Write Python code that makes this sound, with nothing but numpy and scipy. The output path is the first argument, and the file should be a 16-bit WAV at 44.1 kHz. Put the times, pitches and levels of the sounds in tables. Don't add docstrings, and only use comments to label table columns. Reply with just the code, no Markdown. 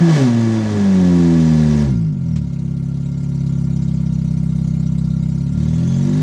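import sys
import numpy as np
from scipy import signal
from scipy.fft import rfft, irfft, next_fast_len
from scipy.io import wavfile
from scipy.ndimage import uniform_filter1d, map_coordinates

SR = 44100
rng = np.random.default_rng(int(sys.argv[2]) if len(sys.argv) > 2 else 0)


def store_pcm(level_fs):
    pcm = np.round(np.clip(level_fs, -1, 1) * 32767).astype(np.int16)
    wavfile.write(sys.argv[1], SR, np.atleast_2d(pcm).T)


N = 274302

# time_s, firing_hz
FIRING_RATE = [(0.0, 173.806), (0.085, 164.047), (0.278, 118.248), (0.573, 109.966), (1.044, 89.731),
               (1.411, 80.6), (1.832, 72.607), (1.948, 58.46), (2.259, 40.753), (2.525, 33.344),
               (3.118, 34.852), (4.195, 32.535), (5.298, 32.736), (5.641, 37.878), (6.22, 51.878)]
# time_s, opening (0-1)
THROTTLE_OPENING = [(0, 1), (1.82, 0.97), (1.95, 0.44), (2.12, 0), (2.3, 0.19), (2.75, 0.15), (3.5, 0.38),
                    (5.3, 0.37), (5.48, 0.33), (5.63, 0.58), (5.9, 0.61), (6.22, 0.84)]
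# time_s, level_db
BOOM_LEVEL = [(0.0, -7), (0.07, -10), (0.19, -12.5), (0.22, -11), (0.57, -15.5), (0.69, -18), (0.83, -12.5),
              (1.02, -10.5), (1.61, -11), (2.11, -16.5), (2.15, -20.5), (2.36, -16), (2.49, -22),
              (2.65, -19.5), (3.2, -20), (3.46, -17), (5.16, -16.5), (5.53, -18), (5.58, -15.5),
              (6.22, -14)]
# centre_s, half_length_s, extra_bite_db
ENGINE_STRAIN = (0.16, .13, 17.3)
# centre_s, half_length_s, extra_hiss_db, extra_rasp_db
TYRE_GRAB = (0.17, 0.1, 8.4, 5.2)
# idle_db, load_gain_db, lug_db_per_octave
BITE_LAW = (-16, 13, 19)
# open_at_cruise_db, shut_loss_db, revs_db_per_octave
RASP_LAW = (-35, 14.5, 3.5)
HISS_LAW = (-40.5, 18.5, -0.5)

# pitch_hz, width_hz, gain_db, polarity
PIPE_MODES = [(65.5, 5.2, -14.5, -1), (74.5, 8.6, -10.5, -1), (112.2, 18.4, -10.5, -1),
              (138.7, 4.85, -5.5, 1), (159.2, 19.85, -0.5, 1), (199.96, 17, 0.48, -1),
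              (208.2, 46.05, -2.5, 1), (245.6, 28.6, -2.5, -1), (335.6, 11.4, -10, -1),
              (379.6, 10.8, -20, 1), (407.3, 31, -21.5, -1), (495, 4.4, -36, 1), (528.6, 34, -29, -1),
              (582, 10, -31, 1)]
TAILPIPE_MODES = [(565, 53, -1, 1), (727, 34, -0.5, -1), (785, 22, -3.5, 1), (920, 20, -3, -1),
                  (965.7, 11, 1, 1), (1132, 26, -3.5, -1), (1424, 34, -15, 1), (1701, 49, -4.5, -1),
                  (1960, 13, -5, 1), (2262, 22, -10, -1), (3450, 19, -9, 1)]
SHELL_MODES = [(738, 29, 0, 1), (946, 21, 4, -1), (1152, 12, 1, 1), (1388, 22, 4, -1), (2136, 28, -2, 1),
               (2780, 16, -5.5, -1), (2954, 54, -13, 1), (3340, 19, -7, -1), (3994, 37, -25.5, 1),
               (4470, 55, -8.5, -1)]
HOLLOW_MODES = [(351.2, 11, 8.5, -1), (420, 36, -10, 1), (543, 53, -8.5, -1), (581.6, 24, 5, 1)]

# frequency_hz, relative_density_db
GAS_SPECTRUM = [(40, -27), (170, 6), (300, 8), (470, -2), (680, -3), (900, -7), (1400, -10), (2100, -15),
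                (3000, -33), (6000, -52.5), (12000, -88.5)]
TYRE_SPECTRUM = [(700, -30), (1700, 1.5), (2600, 1), (3400, 0.5), (4000, -1.5), (4900, 0), (6200, 0),
                 (8200, -10.5), (9700, -18), (10800, -37.5), (12500, -26), (15500, -36.5)]
BAY_SPECTRUM = [(900, -26.5), (2000, -5), (3400, -4.5), (4400, -1.5), (5000, -4), (6500, -1.5), (8500, -10),
                (10000, -15), (11200, -21.5), (15500, -46.5)]

# start_s, level_db
AIR_SPITS = [(2.3572, -34.5)]
# centre_s, half_length_s, peak_db
WHISTLE_SWELLS = [(5.73, .13, -52), (5.936, 0.08, -45)]

IDLE_THROTTLE = 0.39
CRUISE_HZ, LUG_HZ = 100, 114
FULL_SPIN_HZ = 177
TOP_HZ = 15700


def amp(db):
    return 10 ** (np.asarray(db) / 20)


def unit(x):
    return x / np.sqrt(np.mean(x ** 2) + 1e-20)


def steady(x):
    power = uniform_filter1d(uniform_filter1d(x ** 2, size=SR // 16), size=SR // 20)
    return x / np.sqrt(np.abs(power) + 1e-20)


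def curve(rows):
    return np.interp(np.arange(N) / SR, *np.transpose(rows))


def swell(centre_s, half_s):
    return np.exp(-((np.arange(N) / SR - centre_s) / half_s) ** 2)


def wobble(rate_hz):
    knots = rng.standard_normal(int(N * rate_hz / SR) + 4)
    return map_coordinates(knots, [np.arange(N) * rate_hz / SR])


def filtered(x, response):
    size = next_fast_len(N + SR // 2)
    return irfft(rfft(x, size) * response(np.fft.rfftfreq(size, 1 / SR)), size)[:N]


def noise(spectrum):
    points_hz, db = np.transpose(spectrum)
    colour = lambda hz: amp(np.interp(np.log(hz + 1), np.log(points_hz), db))
    return unit(filtered(rng.standard_normal(N), colour))


def ring(x, modes):
    def response(hz):
        peaks = sum(polarity * amp(db) * 1j * hz * width / (pitch ** 2 - hz ** 2 + 1j * hz * width)
                    for pitch, width, db, polarity in modes)
        return peaks / (1 + (hz / 7000) ** 6)
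    return filtered(x, response)


def pulses(firings, lope_db, scatter_db, jitter_s=40e-6):
    count = np.arange(np.ceil(firings[0]), firings[-1]).astype(int)
    slip, scatter = rng.standard_normal((len(count), 2)).T
    on_time = np.interp(count, firings, np.arange(N))
    position = np.clip(on_time + jitter_s * SR * slip, 0, N - 2)
    size = amp(lope_db * (-1) ** count + scatter_db * scatter)
    whole, part = position.astype(int), position % 1
    return np.bincount(whole, size * (1 - part), N) + np.bincount(whole + 1, size * part, N)


def throb(firings, fall_db, lope_db):
    count, age = np.divmod(firings, 1)
    return uniform_filter1d(amp(-fall_db * age + lope_db * np.cos(np.pi * count)), size=SR // 110)


def driven_db(law, throttle, firing_hz):
    open_db, shut_db, octave_db = law
    return open_db - shut_db * (1 - throttle) + octave_db * np.log2(firing_hz / CRUISE_HZ)


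def exhaust_boom(firings, firing_hz, load, corner_hz=189):
    idle_db, load_db, lug_db = BITE_LAW
    strain_s, half_s, strain_db = ENGINE_STRAIN
    lug = load ** 4 * np.maximum(np.log2(LUG_HZ / firing_hz), 0)
    bite_db = idle_db + load_db * load + lug_db * lug + strain_db * swell(strain_s, half_s)
    sharp = pulses(firings, lope_db=0.45, scatter_db=0.13, jitter_s=20e-6)
    rounded = filtered(sharp, lambda hz: 1 / (1 + (hz / corner_hz) ** 6))
    return steady(ring(rounded + amp(bite_db) * (sharp - rounded), PIPE_MODES))


def tailpipe_rasp(firings):
    gate = throb(firings - 0.068, fall_db=4.5, lope_db=-4.5)
    cracks = steady(pulses(firings, lope_db=4, scatter_db=1))
    puffs = unit(gate * rng.standard_normal(N))
    gas = unit(gate * noise(GAS_SPECTRUM))
    return steady(ring(cracks + amp(-1) * puffs, TAILPIPE_MODES)) + amp(5) * gas


def tyre_scrub(firings):
    scrub = noise(TYRE_SPECTRUM) * amp(1.2 * wobble(400) + 0.37 * np.cos(2 * np.pi * firings))
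    return driveway_echo(scrub, wet_db=-9, t60_s=0.11)


def driveway_echo(x, wet_db, t60_s):
    t = np.arange(SR // 8) / SR
    tail = rng.standard_normal(len(t)) * amp(-60 * t / t60_s)
    echo = signal.fftconvolve(x, tail / np.linalg.norm(tail))[:N]
    return unit(x + amp(wet_db) * echo)


def engine_hiss(firings, flare_db=4):
    bands = signal.stft(noise(BAY_SPECTRUM), nperseg=256)[2]
    flares = uniform_filter1d(rng.standard_normal(bands.shape), size=4, axis=0)
    flares = unit(uniform_filter1d(flares, size=7, axis=1))
    hiss = signal.istft(bands * amp(flare_db * flares), nperseg=256)[1][:N]
    chatter = hiss * throb(firings, fall_db=12, lope_db=1.4)
    return driveway_echo(chatter, wet_db=-2, t60_s=0.066)


def outdoor_rumble():
    return noise([(20, -13), (60, -6), (200, -6.5), (1000, -32.5), (8000, -56), (12000, -85.5)])


def idle_knock(firings):
    blows = steady(pulses(firings, lope_db=-2.5, scatter_db=1))
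    puffs = unit(throb(firings, fall_db=10.5, lope_db=1) * rng.standard_normal(N))
    shell = steady(ring(blows + amp(4) * puffs, SHELL_MODES))
    hollow = steady(ring(pulses(firings + 0.15, lope_db=4, scatter_db=0.7), HOLLOW_MODES))
    gas = unit(throb(firings, fall_db=2.5, lope_db=-1.5) * noise(GAS_SPECTRUM))
    return amp(-3) * shell + amp(1.5) * hollow + gas


def air_spit(attack_s=0.0037, t60_s=0.11):
    level = 0
    for start_s, db in AIR_SPITS:
        age = np.maximum(np.arange(N) / SR - start_s, 0)
        level += amp(db - 60 * age / t60_s) * (1 - np.exp(-age / attack_s))
    return level * noise([(400, 0), (2000, 4), (4500, 0), (8000, -2), (11000, -40), (15000, -31.5)])


def air_whistle(firings):
    level = sum(amp(db) * swell(centre_s, half_s) for centre_s, half_s, db in WHISTLE_SWELLS)
    flow = rng.standard_normal(N) * throb(firings, fall_db=3, lope_db=1)
    notes = [(3410, 260, 0.5, 1), (6370, 720, 3, 1)]  # pitch_hz, width_hz, gain_db, polarity
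    return level * unit(ring(ring(flow, notes), notes))


def scene():
    firing_hz, throttle = curve(FIRING_RATE), curve(THROTTLE_OPENING)
    firings = 1.19 + np.cumsum(firing_hz) / SR
    load = np.clip((throttle - IDLE_THROTTLE) / (1 - IDLE_THROTTLE), 0, 1)
    spin = load * np.sqrt(np.minimum(firing_hz / FULL_SPIN_HZ, 1))
    grab_s, half_s, grab_hiss_db, grab_rasp_db = TYRE_GRAB
    grab = swell(grab_s, half_s)
    rasp_gain = amp(driven_db(RASP_LAW, throttle, firing_hz) + grab_rasp_db * grab)
    hiss_gain = amp(driven_db(HISS_LAW, throttle, firing_hz) + grab_hiss_db * grab)

    boom = amp(curve(BOOM_LEVEL)) * exhaust_boom(firings, firing_hz, load)
    rasp = rasp_gain * np.sqrt(load) * tailpipe_rasp(firings)
    knock = rasp_gain * np.sqrt(1 - load) * idle_knock(firings)
    outdoors = amp(-42.5) * outdoor_rumble()
    air = air_spit() + air_whistle(firings)
    tyre = hiss_gain * amp(2) * np.sqrt(spin) * tyre_scrub(firings)
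    bay = hiss_gain * amp(-0.5) * np.sqrt(1 - spin) * engine_hiss(firings)
    return (boom + rasp + tyre + bay + outdoors + knock + air)[None]


def record(dry):
    return filtered(dry[0], lambda hz: hz < TOP_HZ)[None]


dry = scene()
out = record(dry)
store_pcm(out)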